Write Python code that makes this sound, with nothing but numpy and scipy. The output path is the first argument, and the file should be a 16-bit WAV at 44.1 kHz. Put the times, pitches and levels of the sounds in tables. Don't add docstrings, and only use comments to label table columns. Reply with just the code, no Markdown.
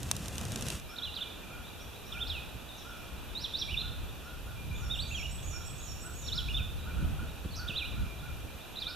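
import sys
import numpy as np
from scipy import signal
from scipy.fft import rfft, irfft, next_fast_len
from scipy.io import wavfile
from scipy.ndimage import uniform_filter1d

SR = 44100
rng = np.random.default_rng(int(sys.argv[2]) if len(sys.argv) > 2 else 0)


def generate_wav(signal):
    frames = np.transpose(np.atleast_2d(signal))
    scaled = np.clip(frames, -1, 1) * 32767
    pcm = np.round(scaled).astype(np.int16)
    wavfile.write(sys.argv[1], SR, pcm)


N = 394694
TIME = np.arange(N) / SR
FIRE_END_S, CROSSFADE_S = .815, .06


def undb(db):
    return 10 ** (np.asarray(db) / 20)


def unit(x):
    return x / np.sqrt(np.mean(x ** 2))


def curves(table):
    times, *columns = np.transpose(table)
    return [np.interp(TIME, times, column) for column in columns]


def pan(db):
    return undb(np.array([[.5], [-.5]]) * db)


def add(out, s, x):
    i = max(int(s * SR), 0)
    out[..., i:i + x.shape[-1]] += x[..., :max(N - i, 0)]


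def gains(spectrum, size):
    hz, db = np.transpose(spectrum)
    bin_hz = np.arange(size // 2 + 1) * SR / size
    return undb(np.interp(np.log(bin_hz + 1), np.log(hz), db))


def colour(x, spectrum):
    size = next_fast_len(N)
    return unit(irfft(rfft(x, size) * gains(spectrum, size), size)[..., :N])


def noise(likeness, size=N):
    centre = np.sqrt(likeness) * rng.standard_normal(size)
    return centre + np.sqrt(1 - likeness) * rng.standard_normal((2, size))


def walk(rate):
    knots = rng.standard_normal(N // 40)
    wander = np.interp(TIME * rate, np.arange(len(knots)), knots)
    return unit(uniform_filter1d(wander, int(SR / rate / 2) + 1))


def sine(hz):
    return np.sin(2 * np.pi * np.cumsum(hz) / SR)


def whistle(rows, edge_s=.00282):
    s, hz, db = np.transpose(rows)
    t = np.arange(s[0] - edge_s, s[-1] + edge_s, 1 / SR)
    pitch = uniform_filter1d(np.interp(t, s, hz), size=180)
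    edges = np.clip(np.minimum(t - t[0], t[-1] - t) / (2 * edge_s), 0, 1)
    return np.sqrt(2) * edges * undb(np.interp(t, s, db)) * sine(pitch)


def woods(x, t60, build_s, likeness):
    t = TIME[:SR * 3 // 2]
    envelope = (1 - np.exp(-t / build_s)) * np.exp(-np.log(1000) * t / t60)
    echo = noise(likeness, size=len(t)) * envelope
    echo /= np.sqrt(np.sum(echo ** 2) / 2)
    return signal.fftconvolve(x[None], echo, axes=1)[:, :N]


# (frequency [Hz], gain [dB])
HISS_EQ = [(500, -9), (4000, 4.5), (8000, 2.5), (11000, 3.5), (13500, 7), (15000, -8)]
# (start [s], end [s], lower whine [Hz], its level [dB])
LENS_MOVES = [(1.955, 2.546, 8750, -75), (5.87, 6.717, 9550, -74)]


def camera(hiss_db=-56, upper_hz=13820, upper_db=5, width_hz=200):
    def whine(hz):
        band = [(hz + k * width_hz, db) for k, db in [(-2, -50), (-1, -10), (0, 0), (1, -8), (2, -50)]]
        return colour(noise(.79), band)

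    out = undb(hiss_db) * colour(noise(.12), HISS_EQ)
    for start, end, hz, db in LENS_MOVES:
        running = (TIME > start) & (TIME < end)
        out += undb(db) * (whine(hz) + undb(upper_db) * whine(upper_hz)) * running
    return out


# (frequency [Hz], gain [dB])
RIVER_EQ = [(60, -4), (200, 1), (400, -2), (700, -2.5), (1100, -5.5), (1500, -5), (2000, -12.5), (2500, -2),
            (4000, -10.5), (6000, -38), (12000, -56)]


def river(level_db=-48.5):
    bass = signal.sosfilt(signal.butter(1, 450, fs=SR, output="sos"), noise(0))
    wash = colour(noise(.77) + 1.41 * bass, RIVER_EQ)
    return wash * undb(level_db + .66 * walk(3.31)) * pan(-1.7)


# (time [s], level [dB])
GUSTS = [(0.87, -44.5), (0.97, -58), (1.07, -44.0), (1.18, -51.5), (1.89, -47.5), (2.0, -52.5), (2.3, -40),
         (2.4, -46.5), (2.81, -51.9), (3.32, -42.5), (3.53, -50), (3.73, -35.5), (4.25, -48), (4.76, -37),
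         (6.19, -43), (6.6, -34.5), (6.7, -40.5), (6.9, -36.5), (7.01, -30.5), (7.42, -44), (7.52, -41.3),
         (7.82, -44), (8.03, -30.7), (8.13, -47), (8.23, -38.5), (8.64, -50), (8.95, -50.5)]
# (frequency [Hz], gain [dB])
RUMBLE_EQ = [(20, -10.5), (40, -1.5), (65, 3.5), (100, -3.5), (160, -10), (250, -27), (800, -54)]
# (time [s], relative level [dB])
AIR_BUMPS = [(2.553, -31.5), (7.049, -26.5), (7.225, -28.5), (7.454, -24.5), (7.699, -28), (8.445, -32.5)]


def breeze(bump_s=.0069, gust_db=-38, flutter_db=-15):
    db = curves(GUSTS)[0] + walk(16)
    rumble = colour(noise(.22), RUMBLE_EQ) * undb(db) * pan(-.8 + walk(3.26))
    flutter = colour(noise(.049), [(80, -8), (150, 8), (300, -4), (700, -46)])
    flutter *= undb(2 * db - gust_db + flutter_db)
    t = TIME[:SR // 8] / bump_s
    bumps = np.zeros(N)
    for s, level_db in AIR_BUMPS:
        add(bumps, s - bump_s, undb(level_db) * t * np.exp(1 - t))
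    thud = bumps * .5 * colour(noise(1), [(30, -29), (80, 9.5), (220, -6), (450, -17.5), (1200, -49)])
    return rumble + (flutter + thud) * pan(-4)


# (frequency [Hz], gain [dB])
CHORUS_EQ = [(1900, -69), (2400, 8.5), (2700, -27), (3400, 1), (3950, -0.5), (4400, -36), (5500, 0),
             (6800, -1), (8500, -30)]


def dawn_chorus(level_db=-57, spread_db=8, count=300):
    chirps = np.zeros(N)
    for when, pitch, bend, size in rng.random((count, 4)):
        hz = 2400 + 2400 * pitch ** 2
        ratio = 1.25 if bend > .5 else .8
        chirp = whistle([(0, hz, -3), (.025, hz * np.sqrt(ratio), 9), (.05, hz * ratio, -7)])
        add(chirps, when * N / SR, undb(spread_db * size) * chirp)
    echo = woods(chirps, t60=1, build_s=.005, likeness=.82)
    blur = unit(.81 * chirps + echo) + .87 * noise(.56)
    return undb(level_db) * colour(blur, CHORUS_EQ) * pan(-1.2)


# (time [s], length [s], relative level [dB])
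CROW_CAWS = [(0.888, 0.14, -54), (1.169, 0.086, -58), (1.487, 0.127, -53), (2.104, 0.14, -53.5),
             (2.829, 0.13, -52.5), (3.796, 0.12, -54.5), (4.228, 0.13, -55), (4.456, 0.07, -57),
             (4.783, 0.13, -54.5), (5.505, .12, -55), (6.026, 0.08, -51.5), (6.326, 0.12, -53),
             (6.568, 0.081, -56), (6.85, 0.077, -51), (6.957, 0.088, -52.5), (7.179, 0.073, -51.5),
             (7.569, 0.089, -48), (7.656, 0.057, -55), (7.95, 0.094, -54.5), (8.21, 0.0925, -53),
             (8.86, 0.069, -51)]


def crows(base_hz=1531, drop_hz_per_s=650, arch=.15, jitter=.18, rattle_hz=210.2, hill_s=.19):
    calls = np.zeros(N)
    for s, length, db in CROW_CAWS:
        u = np.linspace(-1, 1, int(length * SR))
        top_hz = base_hz - drop_hz_per_s * length
        pitch = top_hz * (1 - arch * (u - .1) ** 2)
        pitch *= 1 + jitter * uniform_filter1d(rng.standard_normal(len(u)), size=160)
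        add(calls, s, undb(db) * unit(sine(pitch) * (1 - u ** 2) ** .23))
    calls *= 1 + .3 * sine(rattle_hz + 60 * walk(120)) + .3 * walk(200)
    answered = calls.copy()
    add(answered, hill_s, undb(-8) * calls)
    echo = woods(answered, t60=.67, build_s=.00082, likeness=.96)
    return undb(-2) * (calls + echo) * pan(-.8)


# (time [s], length [s], start pitch [Hz], end pitch [Hz], relative level [dB])
TWITTER_CUES = [(0.88, 0.048, 5020, 5760, -51), (1.672, 0.019, 3460, 3980, -40.5),
                (1.794, 0.033, 5300, 6000, -48.5), (2.047, 0.037, 5170, 5900, -52),
                (2.685, .025, 3900, 3480, -42), (2.771, 0.026, 6600, 4720, -51),
                (2.807, 0.019, 5000, 6100, -53), (2.955, 0.021, 6200, 4830, -52),
                (2.996, 0.026, 4970, 6000, -64)]


def small_birds(direct_db=-7, echo_db=-5, flutter_db=3):
    song = np.zeros(N)
    for s, length, from_hz, to_hz, db in TWITTER_CUES:
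        glide = [(0, from_hz, -4), (length / 2, (from_hz + to_hz) / 2, 0), (length, to_hz, -4)]
        add(song, s, undb(db) * whistle(glide))
    song *= undb(flutter_db * walk(250))
    return undb(direct_db) * song + undb(echo_db) * woods(song, t60=.95, build_s=.003, likeness=.46)


# (time in the note [s], pitch [Hz], relative level [dB])
LOW_NOTE = [(0, 6520, 4), (.035, 6746, 2), (.065, 7240, 6.5), (.085, 5930, 0.5), (.11, 5550, 4.5),
            (.145, 5485, 5.5)]
HIGH_NOTE = [(0, 6920, 2), (.018, 7770, 3), (.036, 8680, -7), (.055, 7900, 5), (.075, 7680, -14)]


def warbler(start_s=4.724, period_s=.345, slowing_s=.002, high_after_s=.222, swell_s=.49, count=5):
    song = np.zeros(N)
    for k in range(count):
        s = start_s + k * (period_s + k * slowing_s)
        add(song, s, whistle(LOW_NOTE))
        if k < count - 1:
            add(song, s + high_after_s, whistle(HIGH_NOTE))
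    soft_start_db = -9 * np.clip(1 - (TIME - start_s) / swell_s, 0, 1)
    song *= undb(-52 + soft_start_db + 2 * walk(150))
    leaves = .5 * woods(song, t60=.13, build_s=.003, likeness=.4)
    forest = undb(-4) * woods(song, t60=.91, build_s=.038, likeness=.69)
    return (.4 * song + leaves + forest) * pan(-7.5)


# (frequency [Hz], gain [dB])
WOOD_EQ = [(300, -5.5), (1000, -6), (2000, -7), (2700, -2.5), (3800, 2), (4600, -6.5), (5800, 2),
           (8000, -3), (10000, -3), (14000, -15)]


def snap(ring_s, tail_db, shock, tail_s=.004):
    t = TIME[:2048]
    envelope = np.exp(-(t / ring_s) ** 2) + undb(tail_db) * np.exp(-t / tail_s)
    burst = noise(.31, size=len(t)) * envelope
    burst[:, 0] -= shock
    cepstrum = irfft(np.log(gains(WOOD_EQ, len(t))))
    cepstrum[1:len(t) // 2] *= 2
    cepstrum[len(t) // 2 + 1:] = 0
    pop = irfft(rfft(burst) * np.exp(rfft(cepstrum)))
    return pop / np.abs(pop.mean(axis=0)).max()


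# (time [s], relative roar level [dB], relative sizzle level [dB])
BLAZE_LEVELS = [(0.0, -47, -53), (0.626, -43.5, -49), (0.78, -45, -46.5)]
# (frequency [Hz], gain [dB])
ROAR_EQ = [(15, -40), (25, -13), (59, -2), (135, -1.5), (332, -15.5), (666, -19), (893, -24), (1050, -23.5),
           (2000, -32.5), (2600, -55), (4400, -120)]
SIZZLE_EQ = [(500, -20), (1400, 0.5), (2000, -2), (2600, 4.5), (3800, -0.5), (4600, -5), (5800, -2),
             (8500, -4.5), (10000, -8.5), (14000, -15)]


def blaze(tick_count=60):
    roar_db, sizzle_db = curves(BLAZE_LEVELS)
    roar = colour(noise(.8), ROAR_EQ) * undb(roar_db + walk(22.2) + 6)
    sizzle = colour(noise(.96), SIZZLE_EQ) * undb(sizzle_db + walk(86.6) + 3.05)
    ticks = np.zeros((2, N))
    for when, smallness, side in rng.random((tick_count, 3)):
        tick = snap(ring_s=.0013, tail_db=1, shock=10) * pan(4 * (side - .5))
        tick_db = 8 - 6 * np.log(smallness + .073)
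        add(ticks, when * FIRE_END_S, tick * undb(tick_db))
    return roar + sizzle + ticks * undb(sizzle_db)


# (time [s], relative peak level [dB])
WOOD_POPS = [(0.0297, -24), (0.1119, -9.5), (0.164, -25), (0.257, -30), (0.281, -24.5), (0.354, -28),
             (0.38, -21.5), (0.411, -27), (0.4512, -27.5), (0.5185, -25.5), (0.5581, -20.5), (0.609, -27),
             (0.6223, -24), (0.6654, -25), (0.6835, -20.5), (0.701, -21), (0.797, -33)]


def pops(boost_db=2.7, lag_s=.0015):
    out = np.zeros((2, N))
    for s, db in WOOD_POPS:
        add(out, s + lag_s, undb(db + boost_db) * snap(ring_s=.0026, tail_db=-14, shock=8))
    return out * pan(-1.7)


# (pitch [Hz], gain [dB])
VOICE_EQ = [(2300, -3.5), (3050, -7), (3400, 0.5), (3700, 3.5), (4050, 1.5), (4450, -9), (5700, -3.5),
            (6400, -9)]


def slur(rise_s, fall_s, start_hz, top_hz, end_hz, rise_round, fall_round):
    attack_s, release_s, swell_db_per_octave = .011, .0056, 4
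    t = np.arange(0, rise_s + fall_s, 1 / SR)
    from_top = np.sin(np.pi / 2 * np.interp(t, [0, rise_s, rise_s + fall_s], [1, 0, 1]))
    rise = top_hz - (top_hz - start_hz) * from_top ** rise_round
    fall = top_hz - (top_hz - end_hz) * from_top ** fall_round
    pitch = np.where(t < rise_s, rise, fall)
    envelope = np.clip(np.minimum(t / attack_s, (t[-1] - t) / release_s), 0, 1) ** .6
    effort = np.interp(t, [0, rise_s, rise_s + attack_s], [-.5, -.2, .35])
    swell_db = swell_db_per_octave * np.log2(top_hz / start_hz) * effort
    voice_db = np.interp(pitch, *np.transpose(VOICE_EQ))
    return np.sqrt(2) * envelope * undb(voice_db + swell_db) * sine(pitch)


# (time [s], rise [s], fall [s],
# start pitch [Hz], top pitch [Hz], end pitch [Hz], rise roundness, fall roundness, relative level [dB])
VIREO_NOTES = [(0.959, 0.014, 0.039, 3380, 4540.0, 2900, 1.6, 1.25, -43.5),
               (1.015, 0.031, 0.053, 3230.0, 4030, 2765, 2.3, 0.52, -39),
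               (1.138, 0.016, 0.049, 3710, 5010, 2780, 1.1, 0.67, -40),
               (1.2, 0.019, 0.024, 2794, 3630, 2840, 3.2, 2, -37.5),
               (2.114, 0.011, 0.051, 3190, 3730.0, 2350.0, 0.8, 0.62, -42),
               (2.173, 0.053, 0.017, 2360.0, 3640, 3170, 2.2, 1, -37.5),
               (2.264, 0.022, 0.11, 3426, 5370, 2483, 2.1, 0.43, -39),
               (3.35, 0.074, 0.044, 3690, 5760, 3090.0, 0.94, 0.79, -39.5),
               (3.528, 0.067, 0.041, 3485, 5790, 3140, 0.82, 1.06, -37),
               (3.681, 0.052, 0.025, 2280.0, 3025, 2300, 2.4, 2.3, -36),
               (3.765, 0.045, 0.013, 3460, 4166, 3120, 1.93, 2.6, -35),
               (4.895, 0.03, 0.041, 3446, 3756, 2710, 2.1, 2.9, -38),
               (4.974, 0.059, 0.0078, 2790.0, 4560, 4650, 3, 2.0, -37),
               (5.103, 0.016, 0.03, 2310, 2740, 2420, 2.0, 2.0, -39.5),
               (5.136, 0.016, 0.063, 2420, 3290, 2220.0, 3.4, 1.7, -38),
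               (5.215, 0.032, 0.023, 2240, 2934, 2800, 2.41, 2.0, -37),
               (6.259, 0.012, 0.042, 3400, 4640.0, 2890.0, 1.3, 1.1, -41),
               (6.317, 0.045, 0.048, 3530, 5420, 2970, 1.64, 0.82, -35.5),
               (6.479, 0.026, 0.019, 2300, 2910, 2770, 2.3, 2.2, -36.5),
               (6.538, 0.036, 0.035, 3520, 3804, 2470, 0.44, 0.47, -35.5),
               (7.505, 0.018, 0.022, 4300, 4480, 3930, 2, 2, -47),
               (7.544, 0.023, 0.054, 3950, 6360, 4390, 1.8, 0.26, -38.5),
               (7.674, 0.012, 0.038, 3240, 3940, 2486, 0.98, 0.58, -37),
               (7.721, 0.057, 0.059, 2510, 4070.0, 2370.0, 1.2, 0.99, -36.5),
               (7.836, 0.029, 0.004, 2325, 2980, 2970.0, 1.8, 2.0, -36),
               (8.755, 0.01, 0.015, 3360.0, 4140, 3630, 1.3, 1.46, -42),
               (8.778, 0.026, 0.046, 3640, 4990, 3110, 0.9, 0.82, -40),
               (8.856, 0.042, 0.019, 3490, 5340, 4300, 1.04, 1.1, -38)]


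def vireo(leaves_db=-11, forest_db=-8, flutter_db=2.5, shade_db=-5):
    song = np.zeros(N)
    for s, *shape, db in VIREO_NOTES:
        add(song, s, undb(db) * slur(*shape))
    song *= undb(flutter_db * walk(300))
    high = signal.sosfiltfilt(signal.butter(6, 4250, "high", fs=SR, output="sos"), song)
    direct = song - (1 - undb(shade_db)) * high
    leaves = undb(leaves_db) * woods(song + high, t60=.12, build_s=.0066, likeness=1)
    forest = undb(forest_db) * woods(song, t60=.65, build_s=.033, likeness=.93)
    return (direct + leaves + forest) * pan(-4)


def scene():
    dawn = np.clip((TIME - FIRE_END_S) / CROSSFADE_S + 1, 0, 1)
    bank = river() + breeze() + vireo() + warbler() + small_birds() + dawn_chorus() + crows()
    fire = (1 - dawn) * blaze() + pops()
    return fire + dawn * bank + camera()


# (centre [Hz], width [Hz])
CAMERA_NOTCHES = [(2200, 155), (3100, 60), (4100, 90), (5100, 90), (6100, 130)]


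def record(dry):
    for hz, width_hz in CAMERA_NOTCHES:
        dry = signal.lfilter(*signal.iirnotch(hz, hz / width_hz, fs=SR), dry)
    top_hz = 14400
    return signal.sosfilt(signal.ellip(8, .2, 70, top_hz, fs=SR, output="sos"), dry)


dry = scene()
out = record(dry)
generate_wav(out)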